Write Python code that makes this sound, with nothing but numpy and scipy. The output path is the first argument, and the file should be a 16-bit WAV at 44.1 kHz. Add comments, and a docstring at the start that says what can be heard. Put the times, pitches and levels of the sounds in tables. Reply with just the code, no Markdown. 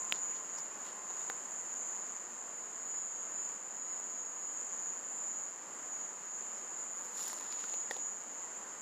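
"""A near insect trills on a night lawn, about 180 wing strokes a second, each a short tone near 7 kHz.
Six farther singers blur behind it, with echoes from ground and walls. Distant traffic is coloured noise
with faint steady tones; grass rustles as bands of crackle. The microphone is in a hand-held phone,
which ticks and knocks as it is moved: short decaying rings. Two short chirps sound near 6 kHz."""
import sys
import numpy as np
from scipy import signal
from scipy.fft import rfft, irfft, next_fast_len
from scipy.io import wavfile
from scipy.ndimage import uniform_filter1d, map_coordinates

SR = 44100
rng = np.random.default_rng(int(sys.argv[2]) if len(sys.argv) > 2 else 0)


def natural_amplitude(level_db):
    """Convert a level in decibels to a linear amplitude factor, elementwise."""
    exponent = np.asarray(level_db, float) / 20
    return 10 ** exponent


def dump_mix(stems):
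    """Bounce the given channels to the path in sys.argv[1] as a 16-bit WAV at rate SR."""
    frames = np.atleast_2d(stems).T  # one column per channel
    limited = np.clip(frames, -1, 1)  # hard clip at full scale
    pcm = np.round(limited * 32767).astype(np.int16)
    wavfile.write(sys.argv[1], SR, pcm)


N = 388521  # samples


def unit(x):
    """Scaled to rms 1."""
    return x / np.sqrt(np.mean(x ** 2) + 1e-20)


def curve(rows):
    """One value per sample, in straight lines between (seconds, value) rows."""
    s, values = np.transpose(rows)
    return np.interp(np.arange(N) / SR, s, values)


def wobble(rate):
    """A smooth random curve around zero, with rate knots a second."""
    steps = np.arange(0, N + 16, 16)
    knots = rng.standard_normal(int(N * rate / SR) + 4)
    coarse = map_coordinates(knots, [steps * rate / SR])
    return np.interp(np.arange(N), steps, coarse)


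def coloured(x, spectrum):
    """Filters x by (Hz, dB) points joined on a log frequency axis."""
    size = next_fast_len(N + 8192)
    hz, db = np.transpose(spectrum)
    log_hz = np.log(np.fft.rfftfreq(size, 1 / SR) + 1)
    gain = natural_amplitude(np.interp(log_hz, np.log(hz), db))
    return irfft(rfft(x, size) * gain, size)[:N]


# Level of the far traffic and hiss. Each row: time in seconds, level in dB.
AIR_LEVEL = [(0, -52.5), (2.1, -53.5), (7, -53.5), (8.81, -53)]
# Colour of traffic and hiss. Each row: frequency in Hz, relative level in dB.
AIR_COLOUR = [(20, -17), (70, -14), (100, -8.5), (220, -1), (480, 1), (800, 2), (1000, 4), (1900, -2.5),
              (2400, -8), (3100, -10.5), (3500, -16), (5600, -14), (8500, -17.5), (10000, -23.5),
              (13000, -27), (16000, -28)]


def far_traffic():
    """Distant traffic and hiss: coloured noise that swells gently."""
    level_db = curve(AIR_LEVEL) + 0.5 * wobble(3.19) + 0.51 * wobble(12)
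    return natural_amplitude(level_db) * unit(coloured(rng.standard_normal(N), AIR_COLOUR))


# Steady far tones. Each row: pitch in Hz, middle level in dB before any swell.
FAR_TONES = [(499, -71), (1044, -65.5), (1296, -81)]
# The middle tone swells twice, then fades. Each row: time in seconds, added level in dB.
MIDDLE_SWELL = [(0, 10.5), (.5, 6.5), (.65, -7), (.9, 8.5), (1.3, 6), (1.5, -4.5), (8.81, -12)]


def far_hum():
    """Faint far sine tones that waver in level and phase."""
    t = np.arange(N) / SR
    tones = []
    for hz, db in FAR_TONES:
        level = natural_amplitude(db + 3.0 * wobble(14))
        tones.append(level * np.sin(2 * np.pi * hz * t + 1.13 * wobble(10)))
    tones[1] = tones[1] * natural_amplitude(curve(MIDDLE_SWELL))
    return sum(tones)


# Brushes of grass. Each row: time of the crest in seconds, fade length in seconds, level in dB,
# centre in Hz, half width in octaves.
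BRUSHES = [(0.155, 0.019, -54, 4300, 0.46), (0.312, .034, -61, 2200, 0.35), (.368, .014, -58, 4500, .54),
           (0.588, .011, -51, 5540, 0.22), (.59, .011, -64, 7000, 1.2), (0.654, .007, -64, 4500, .6),
           (0.876, .028, -56.5, 2780, 1.03), (1.192, 0.17, -68, 3000, 1.1), (6.565, .04, -67, 5630, .12),
           (7.047, .11, -65, 6800, 0.9), (7.228, 0.053, -47.5, 5460, 0.85), (7.3, 0.075, -53, 6440, 0.57),
           (7.574, 0.2, -58, 3750, 0.9), (7.922, 0.012, -52.5, 5870, 0.48), (7.96, 0.037, -60, 3970, .83)]


def grass():
    """Each brush of blades or fingers swells and fades in its own band of fine crackle."""
    rise_share = 0.84  # a brush swells faster than it fades
    snaps = (rng.random(N) < 150 / SR) * rng.standard_normal(N) * 9  # single stalks breaking free
    roughness_db = 2.5 * wobble(900) + 1.7 * wobble(150)
    crackle = unit(rng.standard_normal(N) * natural_amplitude(roughness_db) + snaps)
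    hz, t, spectrum = signal.stft(crackle, SR, nperseg=128, noverlap=96)
    power = np.zeros(spectrum.shape)
    for s, length, db, centre_hz, octaves in BRUSHES:
        side_length = np.where(t < s, rise_share * length, length)
        stroke = np.exp(-((t - s) / side_length) ** 2)
        band = np.exp(-(np.log2((hz + 1) / centre_hz) / octaves) ** 2)
        power += natural_amplitude(2 * db) * np.outer(band / band.mean(), stroke)
    return signal.istft(spectrum * np.sqrt(power), SR, nperseg=128, noverlap=96)[1][:N]


# Contacts at the phone, and two short chirps near 6 kHz at 6.55 and 6.58 s.
# Each row: start in seconds, ring level in dB before its decay, pitch in Hz,
# treble level in dB before its decay, 60 dB decay time of the ring in seconds.
SHORT_RINGS = [(.1238, -8.5, 2770, -30, 0.0024), (1.1048, -41, 980, -70, 0.024),
               (1.172, -39, 1150, -70, 0.011), (1.208, -41, 1270, -58, 0.013),
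               (1.2997, -19.5, 1660, -56, 0.0043), (6.549, -52, 5950, -80, .04),
               (6.58, -51, 6000, -80, .04), (7.1925, -36, 1250, -48, .01), (7.2790, -33, 5200, -28, .003),
               (7.2998, -31, 1700, -50, 0.0035), (7.3305, -34, 1020, -37, 0.017),
               (7.3755, -41, 5200, -52, .003), (7.409, -40.5, 1020, -40, 0.023),
               (7.44, -46, 5200, -48, .003), (7.524, -37.5, 2260, -70, .006),
               (7.5257, -25, 4600, -48, 0.0024), (7.6398, -36.5, 1430, -52, .02),
               (7.7385, -35, 4300, -52, .005), (7.7414, -36, 2670, -62, .008),
               (7.9104, -25.5, 1870, -65, 0.019), (7.9115, -41, 5000, -70, .008),
               (7.9655, -32, 3600, -54, 0.0031)]


def ticks_and_chirps():
    """Each tick or chirp: a rough decaying ring at its own pitch and a spit of treble."""
    out, t = np.zeros(N + SR), np.arange(SR // 20) / SR
    noise = rng.standard_normal((len(SHORT_RINGS), len(t) + 2))
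    for (s, db, hz, treble_db, t60), fizz in zip(SHORT_RINGS, noise):
        rough = 0.66 * (uniform_filter1d(fizz, size=4) - uniform_filter1d(fizz, size=16))[2:]
        ring = natural_amplitude(db - 60 * t / t60) * (np.sin(2 * np.pi * hz * t) + rough)
        spit = natural_amplitude(treble_db - 60 * t / 0.003) * np.diff(fizz)[1:]
        sound = (ring + spit) * (1 - np.exp(-t / 0.0001))
        # a small source pushes no net air: a slow counter-push cancels the sum
        sound = sound - np.exp(-t / 0.001) * sound.sum() / (0.001 * SR)
        out[round(s * SR):][:len(t)] += sound
    return out[:N]


# Modes of the phone's case. Each row: pitch in Hz, relative level in dB, 60 dB decay time in seconds.
CASE_MODES = [(506, 0.5, 0.021), (795, 7, 0.012)]
# Dull knocks of the case. Each row: start in seconds, gain on the case's ring in dB.
CASE_KNOCKS = [(1.1048, -42), (1.2994, -32.5), (7.6398, -46), (7.739, -34.5), (7.9094, -26.5),
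               (7.9643, -35)]


def knocks():
    """Harder contacts ring the modes of the phone's case, with a soft onset."""
    out, t = np.zeros(N + SR), np.arange(SR // 20) / SR
    ring = sum(natural_amplitude(db - 60 * t / t60) * np.sin(2 * np.pi * hz * t) for hz, db, t60 in CASE_MODES)
    case = ring * (1 - np.exp(-t / 0.0018))
    for s, db in CASE_KNOCKS:
        out[round(s * SR):][:len(t)] += natural_amplitude(db) * case
    return out[:N]


def singer(rate, wing_hz, jitter_s=6e-6, size_db=1.3, swell_s=0.00092, sag_hz=120, overtone_db=-26):
    """Each wing stroke swells and dies as a short tone whose pitch sags; it overlaps the stroke before."""
    strokes = np.cumsum(rate) / SR + rng.random()
    index = strokes.astype(int)
    chance = rng.standard_normal((index[-1] + 2, 2))
    late, size = jitter_s * chance[:, 0], natural_amplitude(size_db * chance[:, 1])
    out = np.zeros(N)
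    for back in range(2):  # this stroke, then the tail of the one before
        which = index + 1 - back
        age = (strokes - index + back) / rate  # seconds since the stroke began
        grown = age / swell_s
        swell = grown ** 2 * np.exp(-2 * grown)
        pitch = wing_hz - sag_hz * (grown / 4 - 1)
        wing = np.sin(2 * np.pi * pitch * (age + late[which]))
        # a slightly lopsided swing adds the octave
        out += size[which] * swell * wing * (1 + natural_amplitude(overtone_db) * wing)
    return unit(out)


def scattered(x, echo_db):
    """Adds echoes off ground and walls; each one fades in and out as the phone moves."""
    delays = rng.integers(40, 1800, size=3)  # samples
    echoes = sum(wobble(5) * np.roll(x, d) for d in delays)
    return unit(x + natural_amplitude(echo_db) * echoes)


# The band the singers fill. Each row: frequency in Hz, relative level in dB.
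WING_BAND = [(4500, -62), (6000, -7.5), (6300, 1), (6900, -7.5), (7400, -10.5), (7900, -15.5), (9000, -12),
             (13300, -34), (14500, -7.5), (15500, -35)]


def wing_colour(x):
    """Shapes the trill to the singers' band, at rms 1."""
    return unit(coloured(x, WING_BAND))


# The farther singers. Each row: wing pitch in Hz, relative level in dB, echo level in dB,
# rate drift in strokes per second, stroke jitter in seconds.
FAR_SINGERS = [(7290, -2, -3, 1.1, 0.0000087), (7160, -5, -5, 1.5, 0.0000089),
               (6850, -3.5, -4, 2.2, 0.000017), (6974, -3.5, -8.5, 2.2, 0.000025),
               (7063, -1.5, -5, 2.2, 0.000023), (7290, -4, -2.5, 2.2, 0.000015)]
# Level of all farther singers together. Each row: time in seconds, level in dB before wavering.
FAR_LEVEL = [(0, -44), (1, -46), (1.6, -44), (3, -46), (6, -46), (8.5, -47), (8.81, -49)]


def far_singers():
    """A blur of farther insects whose stroke rates drift and whose joint level wavers."""
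    mean_rate = 180.8  # strokes per second
    blur = np.zeros(N)
    for hz, db, echo_db, drift, jitter_s in FAR_SINGERS:
        trill = singer(mean_rate + drift * wobble(0.7), hz, jitter_s=jitter_s)
        blur += natural_amplitude(db) * scattered(trill, echo_db)
    return natural_amplitude(curve(FAR_LEVEL) + wobble(7)) * wing_colour(blur)


# The near singer's effort: it tires slowly and twice rallies.
# Each row: time in seconds, rate in strokes per second.
NEAR_EFFORT = [(0, 179.6), (.6, 179.32), (2.4, 177.4), (4.35, 176.5), (4.5, 176.9), (4.9, 179.55),
               (5.1, 179.97), (5.3, 179.9), (5.9, 178.94), (6.55, 177.5), (6.75, 177.62), (7.05, 180.05),
               (7.3, 180.9), (7.6, 180.7), (8.8, 177.96)]
# The near singer's level at the moving phone. Each row: time in seconds, level in dB before flutter.
NEAR_LEVEL = [(0, -40.5), (.62, -42.5), (.8, -47), (1.5, -49), (1.9, -43.5), (2.2, -60), (2.6, -45.5),
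              (3.2, -43), (3.8, -45.5), (4.2, -47), (5.1, -45.5), (5.9, -48.5), (6.7, -46.5), (7.2, -45.5),
              (7.6, -42.5), (8.3, -46.5), (8.5, -50), (8.8, -53)]


def near_singer():
    """The nearest insect: a wandering wing pitch, slower swelling strokes and a quick level flutter."""
    level_db = curve(NEAR_LEVEL) + 2 * wobble(7.4)
    wing_hz = 6835 + 35 * wobble(6)
    trill = singer(curve(NEAR_EFFORT), wing_hz, swell_s=0.0017, sag_hz=200)
    return natural_amplitude(level_db) * wing_colour(scattered(trill, echo_db=-5.5))


def scene():
    """Everything on the lawn reaches one microphone."""
    background = far_traffic() + far_hum()
    brief = ticks_and_chirps() + knocks()
    return (background + grass() + brief + far_singers() + near_singer())[None]


# Low cut and band limit of the phone. Each row: frequency in Hz, gain in dB.
PHONE_RESPONSE = [(20, -24), (90, -12), (200, 0), (15450, 0), (15550, -30)]


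def microphone(x):
    """The phone cuts the lows and the top."""
    return coloured(x, PHONE_RESPONSE)


def band_limit(x):
    """A steep low-pass at the top of the band."""
    return signal.sosfilt(signal.butter(12, 15920, fs=SR, output="sos"), x)


def record(dry):
    """The hand-held phone takes in the finished mix."""
    mix = microphone(dry[0])[None]
    return band_limit(mix)


dry = scene()
out = record(dry)
dump_mix(out)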